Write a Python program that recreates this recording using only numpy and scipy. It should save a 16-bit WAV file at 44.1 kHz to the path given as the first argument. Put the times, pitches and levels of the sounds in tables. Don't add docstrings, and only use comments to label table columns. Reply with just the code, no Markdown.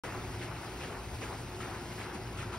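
import sys
import numpy as np
from scipy import signal
from scipy.fft import rfft, irfft, next_fast_len
from scipy.io import wavfile
from scipy.ndimage import uniform_filter1d, map_coordinates

SR = 44100
rng = np.random.default_rng(int(sys.argv[2]) if len(sys.argv) > 2 else 0)


def put_to_file(sound):
    columns = np.atleast_2d(sound).T
    safe = np.clip(columns, -1, 1)
    whole_steps = np.round(safe * 32767)
    wavfile.write(sys.argv[1], SR, whole_steps.astype(np.int16))


N = 113778

# t/s, splash level/dB, gurgle level/dB, splash rise t/s, splash hold t/s, gurgle roll-off f/Hz
BUCKETS = [(0.001, -43.5, -46, 0.015, 0.035, 3000), (0.397, -45.5, -51, 0.024, 0.023, 3000),
           (0.787, -46, -49, 0.025, 0.035, 3000), (1.21, -44, -50.5, 0.0071, 0.019, 2500),
           (1.601, -45.5, -47, 0.0019, 0.03, 2402), (1.973, -45.5, -48, 0.014, 0.04, 2595),
           (2.364, -46, -52.5, 0.013, 0.044, 2614)]
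# f/Hz, gain/dB
SPLASH_SPECTRUM = [(150, -20), (350, 8), (700, -8.5), (1300, 2.5), (2200, 3.5), (2900, 1.5), (3600, -3.5),
                   (5400, -6.5), (8000, -5.5), (11000, -16), (15500, -29)]
# f/Hz, gain/dB
GURGLE_SPECTRUM = [(120, -3), (300, 20.5), (550, 8.5), (800, 8), (1400, 12), (2200, 5.5), (3500, -13),
                   (7000, -72), (15000, -78)]
SPLASH_DECAY_S = 0.035
GURGLE_DELAY_S, GURGLE_ATTACK_S, GURGLE_HOLD_S, GURGLE_DECAY_S = 0.0087, 0.044, 0.095, 0.083

# f/Hz, gain/dB
POUR_SPECTRUM = [(100, -24), (350, 1), (560, -5), (750, 2.5), (930, 3), (1100, -1.5), (1350, -0.5),
                 (1800, -5), (2200, -3.5), (2700, -5), (3500, -12), (5200, -11), (7500, -25.5),
                 (11000, -19.5), (15500, -36)]
# t/s, relative level/dB
POUR_FLOW = [(0, -2.5), (.3, 0), (.6, -0.2), (.95, -0.9), (1.1, -2), (1.35, -1), (1.52, -2.5),
             (1.595, -1.5), (1.66, -1), (1.8, -0.2), (2.1, -0.5), (2.24, -2), (2.35, -2), (2.45, -2),
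             (2.58, -1.5)]
POUR_DB = -47.5
PATCH_DB = 1.43

# centre t/s, level/dB, pitch f/Hz, Gaussian width t/s
SLOPS = [(0.057, -46, 393, 0.023), (0.085, -47.5, 850, 0.013), (0.161, -47.5, 1030, 0.019),
         (0.18, -44, 302, 0.011), (0.404, -50, 304, 0.014), (0.526, -47, 1100, 0.0074),
         (0.98, -49, 870, 0.019), (1.237, -42.5, 372, 0.012), (1.332, -44.5, 850, 0.023),
         (1.69, -50.5, 796, 0.023), (1.766, -54, 900, 0.0065), (2.153, -51, 900, .008),
         (2.159, -42, 259.7, 0.0094), (2.54, -50, 1196, 0.023)]
SLOP_WIDTH = 0.52

# t/s, level before rise and decay/dB, starting pitch f/Hz, decay to 1/e t/s
PLOPS = [(.037, -33, 936, 0.0061), (0.037, -39.5, 1510, .007), (.44, -42, 1650, .007),
         (0.526, -48, 1274, .006), (.835, -49, 2680, .009), (0.835, -43, 2950, .008),
         (0.948, -40, 1780, 0.0061), (1.236, -39, 1636, 0.0077), (1.308, -37, 920, 0.0057),
         (1.327, -38, 898, 0.0069), (1.604, -34, 1282, 0.0059), (1.63, -39, 1367, .006),
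         (1.758, -44, 911, 0.008), (1.995, -41, 1640, .007), (2.019, -49, 1665, 0.0081),
         (2.388, -35.5, 1391, 0.0043), (2.403, -43, 2468, 0.0096), (2.429, -37, 1357, .007),
         (2.525, -38, 1225, 0.0075), (2.538, -35, 1310, 0.0071), (2.545, -36, 972, 0.012)]
PLOP_RISE_PER_S = 0.76

# centre t/s, level/dB
SPRAYS = [(.73, -65), (1.15, -53), (2.15, -49), (2.545, -47.5)]
SPRAY_WIDTH_S = 0.015

# f/Hz, gain/dB
PLINK_SPECTRUM = [(400, -25), (900, -6.5), (2500, -6.5), (3500, -10.5), (6000, -20), (12000, -24)]
PLINK_DB = -65

# t/s, level/dB
FIZZ_LEVEL = [(.05, -54.5), (.23, -54.5), (.37, -54.5), (.52, -60.5), (.62, -54), (.93, -56.5),
              (1.07, -55.5), (1.301, -54), (1.46, -56), (1.6, -55), (1.8, -55.5), (1.96, -53.5),
              (2.12, -60), (2.27, -57.5), (2.38, -57), (2.58, -61)]
# f/Hz, gain/dB
FIZZ_SPECTRUM = [(1000, -21), (2500, 7.5), (3600, 10), (5200, 8), (8000, 11), (11000, 1.5), (14000, -0.5),
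                 (15500, -2)]

# f/Hz, gain/dB
RUMBLE_SPECTRUM = [(20, -27), (38, -14.5), (54, 1), (80, -2), (95, -1.5), (120, -0.5), (150, -5),
                   (250, -7.5), (320, -10.5), (380, -8), (480, -15), (700, -19.5), (2000, -68)]
# t/s, relative level/dB
DEEP_LEVEL = [(.08, -48), (.32, -40.5), (.45, -48.5), (.56, -44), (.66, -54), (.76, -42.5), (.87, -47.5),
              (1.17, -38.5), (1.22, -50), (1.28, -42), (1.37, -48.5), (1.44, -45), (1.8, -47.5),
              (1.88, -45), (1.95, -50.5), (2.18, -47), (2.24, -44), (2.3, -44), (2.36, -42.5), (2.5, -43.5)]
# t/s, pitch f/Hz, relative level/dB
HUM = [(0.05, 113.6, -47.5), (0.24, 115.5, -45.5), (0.28, 109.6, -46.5), (0.32, 105.7, -56),
       (0.4, 109.9, -39), (0.43, 117.2, -47.5), (0.73, 113.2, -46.5), (0.78, 115, -53), (0.8, 117.1, -49),
       (1.13, 114, -53.5), (1.18, 114.3, -46), (1.22, 116.7, -45), (1.28, 113.2, -45), (1.43, 113, -43),
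       (1.51, 110.3, -58), (1.59, 107.4, -46), (1.68, 114.1, -49.5), (1.79, 113.8, -45), (1.85, 112.2, -53),
       (1.96, 115.3, -43), (2.08, 105, -54.5), (2.26, 117.4, -46.5), (2.29, 115.8, -46), (2.34, 108.2, -50),
       (2.5, 110.5, -42.5), (2.56, 108.1, -63)]
# f/Hz, level/dB
DRONE = [(350, -57), (367, -55.5)]
# t/s, relative level/dB
DRONE_LEVEL = [(.05, -1.5), (.42, 5), (.5, -2), (.65, 1.5), (.95, 1.5), (1.07, 1), (1.3, -7), (1.5, 1),
               (1.7, 1.5), (1.9, 0.5), (2.12, 4.5), (2.3, 2.5), (2.58, -1)]
RUMBLE_DB = -44.5
DEEP_DB, HUM_DB = -49.5, -50.5

WALL_DB, WALL_T60_S = -12, 0.15

# f/Hz, correlation/0-1
ALIKE = [(60, 0.96), (130, 1), (300, 0.97), (600, 0.83), (1000, 0.9), (2000, 1), (2800, 0.32), (3500, 0),
         (4500, 0.53), (5500, 1), (8000, 1), (15000, 1)]
# f/Hz, level/dB
BALANCE = [(60, 0.5), (260, 1), (400, -0.5), (550, 5.5), (1000, 2.5), (1450, 4.5), (1650, 0.5),
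           (2500, -0.3), (3300, 1.5), (3800, 2.5), (4700, -0.2), (8000, -0.5)]
# f/Hz, phase/rad
PORT_LEAD = [(0, 0), (2000, 0), (3200, 1.6), (3700, .6), (4300, 1), (5200, .4), (7200, 3.1), (8200, 3.6),
             (10000, 6.1), (11500, 6.6), (12800, 9), (14400, 9.8), (15600, 12.3)]
START_S, TOP_HZ = 0.036, 15760


def buckets():
    splash = water(SPLASH_SPECTRUM, cycles=9, bubble_db=1.5, count=5000, scatter_db=0.4)
    gurgle = water(GURGLE_SPECTRUM, cycles=9, bubble_db=2.5, count=3000, scatter_db=0.5)
    splash = evened(splash, size=500)
    gurgle = evened(gurgle, size=900)
    out = np.zeros((2, N))
    for start, splash_db, gurgle_db, rise, hold, top_hz in BUCKETS:
        impact = swell(start, rise, hold, SPLASH_DECAY_S)
        drain = swell(start + GURGLE_DELAY_S, GURGLE_ATTACK_S, GURGLE_HOLD_S, GURGLE_DECAY_S)
        dulled = filtered(gurgle, lambda hz: 1 / np.hypot(1, (hz / top_hz) ** 2))
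        out += amp(splash_db) * impact * splash
        out += amp(gurgle_db) * drain * dulled
    return out


def pour():
    flow_db = POUR_DB + drift(POUR_FLOW) + 0.12 * wobble(8.4) + 0.4 * wobble(70)
    return amp(flow_db) * water(POUR_SPECTRUM, cycles=7.0, bubble_db=-7.5, count=6000)


def slops():
    out = np.zeros((2, N))
    for centre, db, pitch, width in SLOPS:
        cavity = lambda hz: 1 / (1 + ((hz / pitch - pitch / (hz + 1)) / SLOP_WIDTH) ** 2)
        froth = evened(stereo(rng.standard_normal((2, N)), cavity), size=700)
        out += amp(db) * bump(centre, width) * froth
    return out


def plops():
    out = np.zeros(N)
    for start, db, pitch, decay in PLOPS:
        age = np.maximum(clock() - start, 0)
        turns = pitch * age * (1 + PLOP_RISE_PER_S * age / 2)
        envelope = (1 - np.exp(-turns)) * np.exp(-age / decay)
        out += amp(db) * envelope * np.sin(2 * np.pi * turns)
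    return out


def sprays():
    level = sum(amp(db) * bump(centre, SPRAY_WIDTH_S) for centre, db in SPRAYS)
    thin = lambda hz: hz / (hz + 1500)
    return level * water(SPLASH_SPECTRUM, cycles=9, bubble_db=-15, count=900, tilt=thin)


def plinks():
    drops = [bubbles(cycles=260, count=330, low_hz=605, high_hz=8500, scatter_db=4.5, rise=0.012)
             for _ in range(2)]
    return amp(PLINK_DB) * stereo(np.array(drops), coloured(PLINK_SPECTRUM))


def fizz():
    level_db = np.interp(clock(), *np.transpose(FIZZ_LEVEL))
    return amp(level_db) * water(FIZZ_SPECTRUM, cycles=6, bubble_db=-11.0, count=4000)


def gear():
    rumble = stereo(rng.standard_normal((2, N)), coloured(RUMBLE_SPECTRUM))
    deep = filtered(rumble, lambda hz: 1 / (1 + (hz / 100) ** 8))
    upper = amp(RUMBLE_DB) * (rumble - deep)
    surge = amp(DEEP_DB + drift(DEEP_LEVEL)) * evened(deep, size=2400)
    drone = sum(amp(db) * tone(hz, waver_hz=5.58, flutter_db=1.8) for hz, db in DRONE)
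    return upper + surge + amp(drift(DRONE_LEVEL)) * drone


def hum():
    when, pitch_hz, level_db = np.transpose(HUM)
    low = tone(np.interp(clock(), when, pitch_hz), waver_hz=3.4, flutter_db=-0.5)
    level = amp(np.interp(clock(), when, level_db))
    return amp(HUM_DB) * unit(level * low)


def wall(x, count=20):
    t = np.arange(SR // 4) / SR
    out = np.zeros((2, N + len(t)))
    for part in np.array_split(np.arange(N), count):
        tail = rng.standard_normal(len(t)) * amp(-60 * t / WALL_T60_S)
        tail *= t > .006
        tail /= np.linalg.norm(tail)
        out[:, part[0]:part[-1] + len(t)] += signal.fftconvolve(x[:, part], tail[None], axes=1)
    return out[:, :N]


def water(spectrum, cycles, bubble_db, count, scatter_db=0.0, tilt=lambda hz: 1):
    cloud = np.array([bubbles(cycles, count, scatter_db=scatter_db) for _ in range(2)])
    bed = rng.standard_normal((2, N))
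    colour = coloured(spectrum)
    return stereo(clumped(bed + amp(bubble_db) * cloud), lambda hz: colour(hz) * tilt(hz))


def bubbles(cycles, count, low_hz=350, high_hz=11000, scatter_db=0.0, rise=0.085):
    when, pitch, size = rng.random((3, count, 1))
    hz = low_hz * (high_hz / low_hz) ** pitch
    k = np.arange(SR // 80)
    turns = hz * k / SR
    age = turns / cycles
    ring = np.sin(2 * np.pi * turns * (1 + rise * np.minimum(age, 2)))
    ring *= np.exp(-np.pi * age) * (1 - (k / len(k)) ** 2)
    ring *= hz ** 0.77
    ring *= amp(scatter_db * np.minimum(-np.log(1 - size), np.pi))
    places = (when * N).astype(int) + k
    return unit(np.bincount(places.ravel(), ring.ravel(), N)[:N])


def clumped(pair):
    z = signal.stft(pair, nperseg=256)[2]
    field = uniform_filter1d(rng.standard_normal(z.shape[1:]), size=4, axis=0)
    field = uniform_filter1d(field, size=9, axis=1)
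    return signal.istft(z * amp(PATCH_DB * unit(field)), nperseg=256)[1][:, :N]


def tone(hz, waver_hz, flutter_db):
    level = amp(flutter_db * wobble(12))
    turns = np.cumsum(hz + waver_hz * wobble(23.94)) / SR
    return unit(level * np.sin(2 * np.pi * turns))


def stereo(pair, gain):
    turn = lambda hz: np.arccos(np.clip(along(ALIKE, hz), -1, 1)) / 2
    blend = lambda hz: gain(hz) * np.array([np.cos(turn(hz)), np.sin(turn(hz))])
    mid, side = filtered(pair, blend)
    return unit(np.array([mid + side, mid - side]))


def evened(pair, size):
    power = uniform_filter1d(np.mean(pair ** 2, axis=0), size)
    return pair / np.sqrt(np.abs(uniform_filter1d(power, size)) + 1e-12)


def filtered(x, response):
    m = next_fast_len(N + SR // 2)
    return irfft(rfft(x, m) * response(np.fft.rfftfreq(m, 1 / SR)), m)[..., :N]


def coloured(spectrum):
    return lambda hz: amp(along(spectrum, hz))


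def along(points, hz):
    f, v = np.transpose(points)
    return np.interp(np.log(hz + 1), np.log(f + 1), v)


def swell(start, attack, hold, decay):
    t = clock() - start
    return np.clip(t / attack, 0, 1) * np.exp(-np.maximum(t - attack - hold, 0) / decay)


def bump(centre, width):
    return np.exp(-.5 * ((clock() - centre) / width) ** 2)


def drift(rows):
    db = np.interp(clock(), *np.transpose(rows))
    return db - db.mean()


def wobble(rate):
    return map_coordinates(rng.standard_normal(2048), [clock() * rate], mode="wrap")


def clock():
    return np.arange(N) / SR


def amp(db):
    return 10 ** (np.asarray(db) / 20)


def unit(x):
    return x / np.sqrt(np.mean(x ** 2) + 1e-20)


def scene():
    wet = pour() + fizz() + buckets() + slops() + plops() + sprays() + plinks()
    return wet + amp(WALL_DB) * wall(wet) + gear() + hum()


def record(dry):
    sides = np.array([[.5], [-.5]])
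    level = lambda hz: amp(sides * along(BALANCE, hz))
    phase = lambda hz: np.exp(1j * sides * np.interp(hz, *np.transpose(PORT_LEAD)))
    heard = filtered(dry, lambda hz: level(hz) * phase(hz))
    return filtered(heard * (clock() > START_S), lambda hz: hz < TOP_HZ)


dry = scene()
out = record(dry)
put_to_file(out)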